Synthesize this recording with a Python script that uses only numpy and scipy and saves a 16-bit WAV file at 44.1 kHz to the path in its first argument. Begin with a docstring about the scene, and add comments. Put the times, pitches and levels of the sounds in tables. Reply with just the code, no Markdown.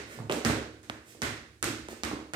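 """Skipping rope in a live room

A child skips on a hard floor between bare walls. The rope whips through the air and cracks
on the floor, trainers thud dully, and a few hollow knocks sound among them. Each blow fills
the room with a bright wash and booming low resonances, over a low, steady background."""
import sys
import numpy as np
from scipy import signal
from scipy.fft import rfft, irfft, next_fast_len
from scipy.io import wavfile

SR = 44100
rng = np.random.default_rng(int(sys.argv[2]) if len(sys.argv) > 2 else 0)


def unload_wav(signal):
    """Save mono or channel-first audio to the path in sys.argv[1] as 16-bit WAV at rate SR, clipped to [-1, 1]."""
    wavfile.write(
        sys.argv[1],
        SR,
        np.round(np.clip(np.atleast_2d(signal).T, -1, 1) * 32767).astype(np.int16),
    )


N = 103635
PRE_ROLL, FFT_SIZE = SR // 2, 32768  # samples
HZ = np.fft.rfftfreq(FFT_SIZE, 1 / SR)


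def from_db(db):
    """Decibels to amplitude."""
    return np.exp(np.asarray(db) * np.log(10) / 20)


def curve(points, hz=HZ):
    """Join (frequency, value) points on a log-frequency axis."""
    frequencies, values = np.array(points).T
    return np.interp(np.log(hz + 1), np.log(frequencies), values)


def bell(hz, octaves):
    """Shape of a broad resonance, 1 at its centre."""
    return np.exp(-.5 * (np.log2((HZ + 1) / hz) / octaves) ** 2)


def high_shelf(hz):
    """Shelf shape rising from 0 in the bass to 1 in the treble."""
    return 1 - 1 / (1 + (HZ / hz) ** 2)


def high_cut(hz, order=6):
    """Treble roll-off of a soft contact, in dB."""
    return -10 * np.log10(1 + np.minimum(HZ / hz, 10) ** order)


def low_cut(hz, order=6):
    """Roll-off of the deepest bass in a light step, in dB."""
    return -10 * np.log10(1 + np.minimum(hz / (HZ + 1), 2) ** order)


def pulse(spectrum_db):
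    """The shortest causal pulse with this spectrum."""
    cepstrum = irfft(np.log(from_db(spectrum_db)))
    cepstrum[1:FFT_SIZE // 2] *= 2
    cepstrum[FFT_SIZE // 2 + 1:] = 0
    return irfft(np.exp(rfft(cepstrum)))[:SR // 10]


def diffuse_noise(size, mono_below_hz=720):
    """Spectrum and frequencies of white stereo noise: centred in the bass, wide above."""
    hz = np.fft.rfftfreq(size, 1 / SR)
    coherence = .99 / (1 + (hz / mono_below_hz) ** 6)
    mid, side = rfft(rng.standard_normal((2, size)))
    stereo = np.sqrt(1 + coherence) * mid + np.sqrt(1 - coherence) * side * [[1], [-1]]
    return stereo / np.sqrt(2), hz


# Diffuse reverb tail: (band centre [Hz], level [dB], T60 [s])
REVERB_BANDS = [(49.7, 7, 0.44), (117, 0, 0.52), (185, 6, 0.38), (338, 9.5, 0.56), (900, 6, 0.52),
                (1720, 5.5, 0.57), (4200, 9.5, 0.58), (7700, 6, 0.45), (14000, 2.5, 0.34)]
# Early wall reflections, scattered by the furniture: (delay [s], level [dB])
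EARLY_REFLECTIONS = [(.0065, -8), (0.0087, -11.5), (0.015, -5)]
# Standing waves and the ring of wooden furniture: (pitch [Hz], level [dB], T60 [s])
ROOM_MODES = [(70, -53, .75), (109, -51.5, .7), (162, -56, .9), (231, -50, .62), (272, -56, .5),
              (314, -47.5, .65), (356, -53, .7), (448, -56, .6), (495, -54, .6), (573, -53, .55),
              (726, -56, .6), (787, -57, .6), (893, -58, .6), (1150, -57, .6), (1254, -57, .6),
              (1700, -56, .65), (1896, -56, .65)]


def room_reverb(swell_s=.03, swell_depth=.61, scatter_s=.00047, mode_attack_s=.00092):
    """The room's response from one spot: a swelling, dying wash, wall echoes and standing waves."""
    t = np.arange(FFT_SIZE) / SR
    noise, hz = diffuse_noise(FFT_SIZE)
    centres = np.array(REVERB_BANDS)[:, 0]
    swell = 1 - swell_depth * np.exp(-t / swell_s)
    wash = echoes = ringing = 0
    for solo, (_, db, t60) in zip(np.eye(len(centres)), REVERB_BANDS):
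        envelope = swell * from_db(-60 * t / t60)
        band = irfft(noise * curve(np.c_[centres, solo], hz))
        wash += from_db(db) * band * envelope / np.linalg.norm(envelope)
    scattered = irfft(diffuse_noise(FFT_SIZE)[0])
    for delay, db in EARLY_REFLECTIONS:
        burst = np.exp(-.5 * ((t - delay) / scatter_s) ** 2)
        echoes += from_db(db) * scattered * burst / np.linalg.norm(burst)
    for mode_hz, db, t60 in ROOM_MODES:
        envelope = from_db(db - 60 * t / t60)
        ringing += envelope * np.sin(2 * np.pi * (mode_hz * t + rng.random()))
    return wash + echoes + (1 - np.exp(-t / mode_attack_s)) * ringing


def impact(spectrum_db, direct_db, contact_s, smear_step_hz=1620):
    """A hit smeared unevenly over its contact time, heard directly and through the room."""
    knots_hz = np.arange(0, SR, smear_step_hz)
    group_delay = contact_s * np.interp(HZ, knots_hz, rng.random(100)[:len(knots_hz)])
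    phase = -2 * np.pi * np.cumsum(group_delay) * SR / FFT_SIZE
    direct = irfft(from_db(direct_db) * np.exp(1j * phase))
    direct[SR // 20:] = 0
    notch_db = -8 * bell(hz=172.7, octaves=.14)  # a wall reflection cancels the upper bass
    tone = pulse(spectrum_db + notch_db)
    return signal.fftconvolve(direct + room_reverb(), tone[None], axes=1)


# Base tone of a slap: (frequency [Hz], level [dB])
SLAP_EQ = [(30, -53), (65, 4), (120, 3.5), (270, 4.5), (500, 0), (850, -1), (1400, 4.5), (2100, 2),
           (3000, -4.5), (5000, -10.5), (8500, -10.5), (10000, -17.5), (13000, -15), (16000, -32.5)]
# Rope slaps (one followed by a quick bright echo), grazes and a dry handle click:
# (time [s], gain [dB], low shelf [dB], high shelf [dB], direct gain [dB],
# contact time [s], snap pitch [Hz], boom pitch [Hz], boom gain [dB], clack pitch [Hz])
ROPE_HITS = [(-.15, 3, 5.5, 2.5, 0, .001, 4000, 390, 3.5, 2120),
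             (.3148, -13.5, -14, 12, 1, 0.00057, 2800, 600, 7, 2520),
             (0.3224, -8.5, 6, 8.5, 0.5, .0016, 3760, 555, -6, 1230),
             (0.4489, 4.5, 8.5, 2.5, -4, 0.00187, 5170, 235, 0.5, 1570),
             (0.831, -25.5, 10.5, 8, -10, 0.00066, 8000, 335, 6, 1700),
             (0.8982, -12, -1.5, -6, 10, 0.00091, 3350, 790, -3, 1606),
             (1.2188, 2, .5, 0, -4.5, 0.0012, 5860, 252, -2, 1900),
             (1.6267, 0.5, -1, 4.5, -2, 0.00149, 8300, 321, 8.5, 1400),
             (1.642, -12, -10, 14, 0, .0015, 8800, 320, -8, 1400),
             (1.885, -19, -5, -8, 9, 0.0018, 8060, 342, 6, 2850),
             (2.0349, -2, 5, 1, 0.5, 0.00086, 4970, 255, 3, 1120),
             (2.3356, -1, 0, -4.5, -4, 0.001, 8100, 600, 5, 1400)]


def rope_hits(snap_db=10.5, clack_db=2.5, direct_treble_db=-1):
    """Rope slaps and a handle click: millisecond contacts, each with its own snap, boom and clack."""
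    bass, treble = 1 - high_shelf(hz=450), high_shelf(hz=4000)
    for time, db, bass_db, treble_db, direct_db, contact_s, *resonances in ROPE_HITS:
        snap_hz, boom_hz, boom_db, clack_hz = resonances
        body = boom_db * bell(boom_hz, octaves=.18) + clack_db * bell(clack_hz, octaves=.15)
        tone = curve(SLAP_EQ) + db + bass_db * bass + treble_db * treble + body
        crack = direct_db + snap_db * bell(snap_hz, octaves=.38) + direct_treble_db * treble
        yield time, impact(tone, crack, contact_s)


# Tone of the background bed: (frequency [Hz], level [dB])
ROOM_TONE_EQ = [(20, -1), (45, 8), (66, 23), (110, 27), (170, 6), (340, 15.5), (700, 0.5), (1800, -9),
                (4000, -4.5), (8500, -4.5), (11000, -8.5), (16000, -16)]


def room_tone(gain_db=-63):
    """A low, steady bed of diffuse noise."""
    noise, hz = diffuse_noise(2 * next_fast_len(N))
    return irfft(noise * from_db(gain_db + curve(ROOM_TONE_EQ, hz)))[:, :N]


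# Tone of the rushing air: (frequency [Hz], level [dB])
SWISH_EQ = [(60, -35), (200, 10.5), (340, 14.5), (550, 7.5), (900, -3.5), (1800, 11), (3200, 3),
            (5500, 3.5), (8500, 7.5), (10500, 0), (13000, 6), (16000, -7)]
# Rope pass-bys: (peak time [s], gain [dB], half width [s], high shelf [dB])
ROPE_SWISHES = [(0.13, -43, 0.036, -15), (1.104, -54.5, 0.032, -4), (1.912, -43.5, 0.017, -10)]


def rope_swishes(reverb_db=-8, direct_db=-3):
    """Air rushes round the rope, swelling and fading as its loop sweeps past."""
    t = np.arange(FFT_SIZE) / SR - .25  # zero at the peak
    for time, db, half_width, treble_db in ROPE_SWISHES:
        tone = from_db(curve(SWISH_EQ) + db + treble_db * high_shelf(hz=3500))
        envelope = np.exp(-.5 * (t / half_width) ** 2)
        air = irfft(rfft(rng.standard_normal(FFT_SIZE)) * tone) * envelope
        reverb = signal.fftconvolve(room_reverb(), air[None], axes=1)[:, :FFT_SIZE]
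        yield time + t[0], from_db(direct_db) * air + from_db(reverb_db) * reverb


# Tone of a thud before its cuts: (frequency [Hz], level [dB])
THUD_EQ = [(25, -25), (45, -2.5), (70, -3.5), (130, 6), (300, -2.5), (700, -1), (2000, 15.5), (16000, -67)]
# Soft foot thuds of take-offs and landings:
# (time [s], gain [dB], low cut [Hz], high cut [Hz], direct gain [dB])
FOOT_THUDS = [(.172, -2, 102, 128, 10), (0.189, 10.5, 106, 161, -19), (0.4507, 8.5, 67.4, 388, 8.5),
              (0.494, 11, 61, 597, 3.5), (0.901, -4, 70, 131, 4.5), (1.147, -6, 260, 380, 5),
              (1.227, 1, 65, 169, 6), (1.275, 3.5, 55, 199, -1), (1.650, 5, 45, 425, -3),
              (1.685, -3, 59.7, 420, -2), (1.725, -2.5, 240, 420, 0), (1.801, -0.5, 55, 120, -8),
              (1.929, -5, 253, 382, 11), (2.121, -1, 60, 296, 2)]


def foot_thuds():
    """A foot loads the floor with a soft, bassy thud as it pushes off or lands."""
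    for time, db, low_hz, high_hz, direct_db in FOOT_THUDS:
        tone = curve(THUD_EQ) + db + low_cut(low_hz) + high_cut(high_hz)
        yield time, impact(tone, direct_db, contact_s=.00562)


# Tone of a knock before its high cut: (frequency [Hz], level [dB])
KNOCK_EQ = [(30, -54), (70, -40), (150, 7.5), (320, 5.5), (600, 3.5), (1100, 3), (2000, -4.5), (3500, -1),
            (8000, -6), (16000, -19)]
# Woody knocks: (time [s], gain [dB], high cut [Hz], direct gain [dB], boom pitch [Hz], boom gain [dB])
HOLLOW_KNOCKS = [(.188, -11.5, 1360, 2, 790, 3), (.2960, 1, 2970, 3, 570, 6.5),
                 (.2978, 1.5, 626, 6.5, 198, 5.5), (.3044, -2.5, 780, 6, 610, 5.5),
                 (0.8995, -15, 1260, 13.5, 1060, 2), (1.8869, -13.5, 1090, 8, 680, 0.5),
                 (2.113, -6, 1420, 2, 302, -6.5), (2.128, -7, 470, 7.5, 292, 6)]


def hollow_knocks(crunch_db=-22.5):
    """Hollow, woody knocks with a faint crunch on top."""
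    for time, db, high_hz, direct_db, boom_hz, boom_db in HOLLOW_KNOCKS:
        roll_off = np.maximum(high_cut(high_hz, order=14), crunch_db)
        tone = curve(KNOCK_EQ) + db + roll_off + boom_db * bell(boom_hz, octaves=.18)
        yield time, impact(tone, direct_db, contact_s=.00234)


def scene():
    """Rope, knocks and feet mixed over the room tone."""
    mix = np.zeros((2, PRE_ROLL + N + SR))
    for time, sound in [*rope_hits(), *hollow_knocks(), *foot_thuds(), *rope_swishes()]:
        start = PRE_ROLL + int(time * SR)
        mix[:, start:start + sound.shape[1]] += sound[:, :mix.shape[1] - start]
    return mix[:, PRE_ROLL:PRE_ROLL + N] + room_tone()


# Stereo balance: (frequency [Hz], right over left [dB])
STEREO_TILT = [(60, 4.5), (450, 3.5), (800, 2), (2000, 4.5), (3300, 4), (5500, 9.5), (9000, 11), (11500, 3),
               (16000, -7.5)]


def record(dry, left_lag_s=.00023, cutoff_hz=16300):
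    """The right microphone is nearer and brighter; a steep low-pass trims the top of both."""
    microphones = np.array([pulse(side * curve(STEREO_TILT) / 2) for side in (-1, 1)])
    left, right = signal.fftconvolve(dry, microphones, axes=1)[:, :N]
    left = np.r_[np.zeros(int(left_lag_s * SR)), left][:N]
    low_pass = signal.ellip(10, .2, 80, cutoff_hz, fs=SR, output="sos")
    return signal.sosfilt(low_pass, [left, right])


dry = scene()
out = record(dry)
unload_wav(out)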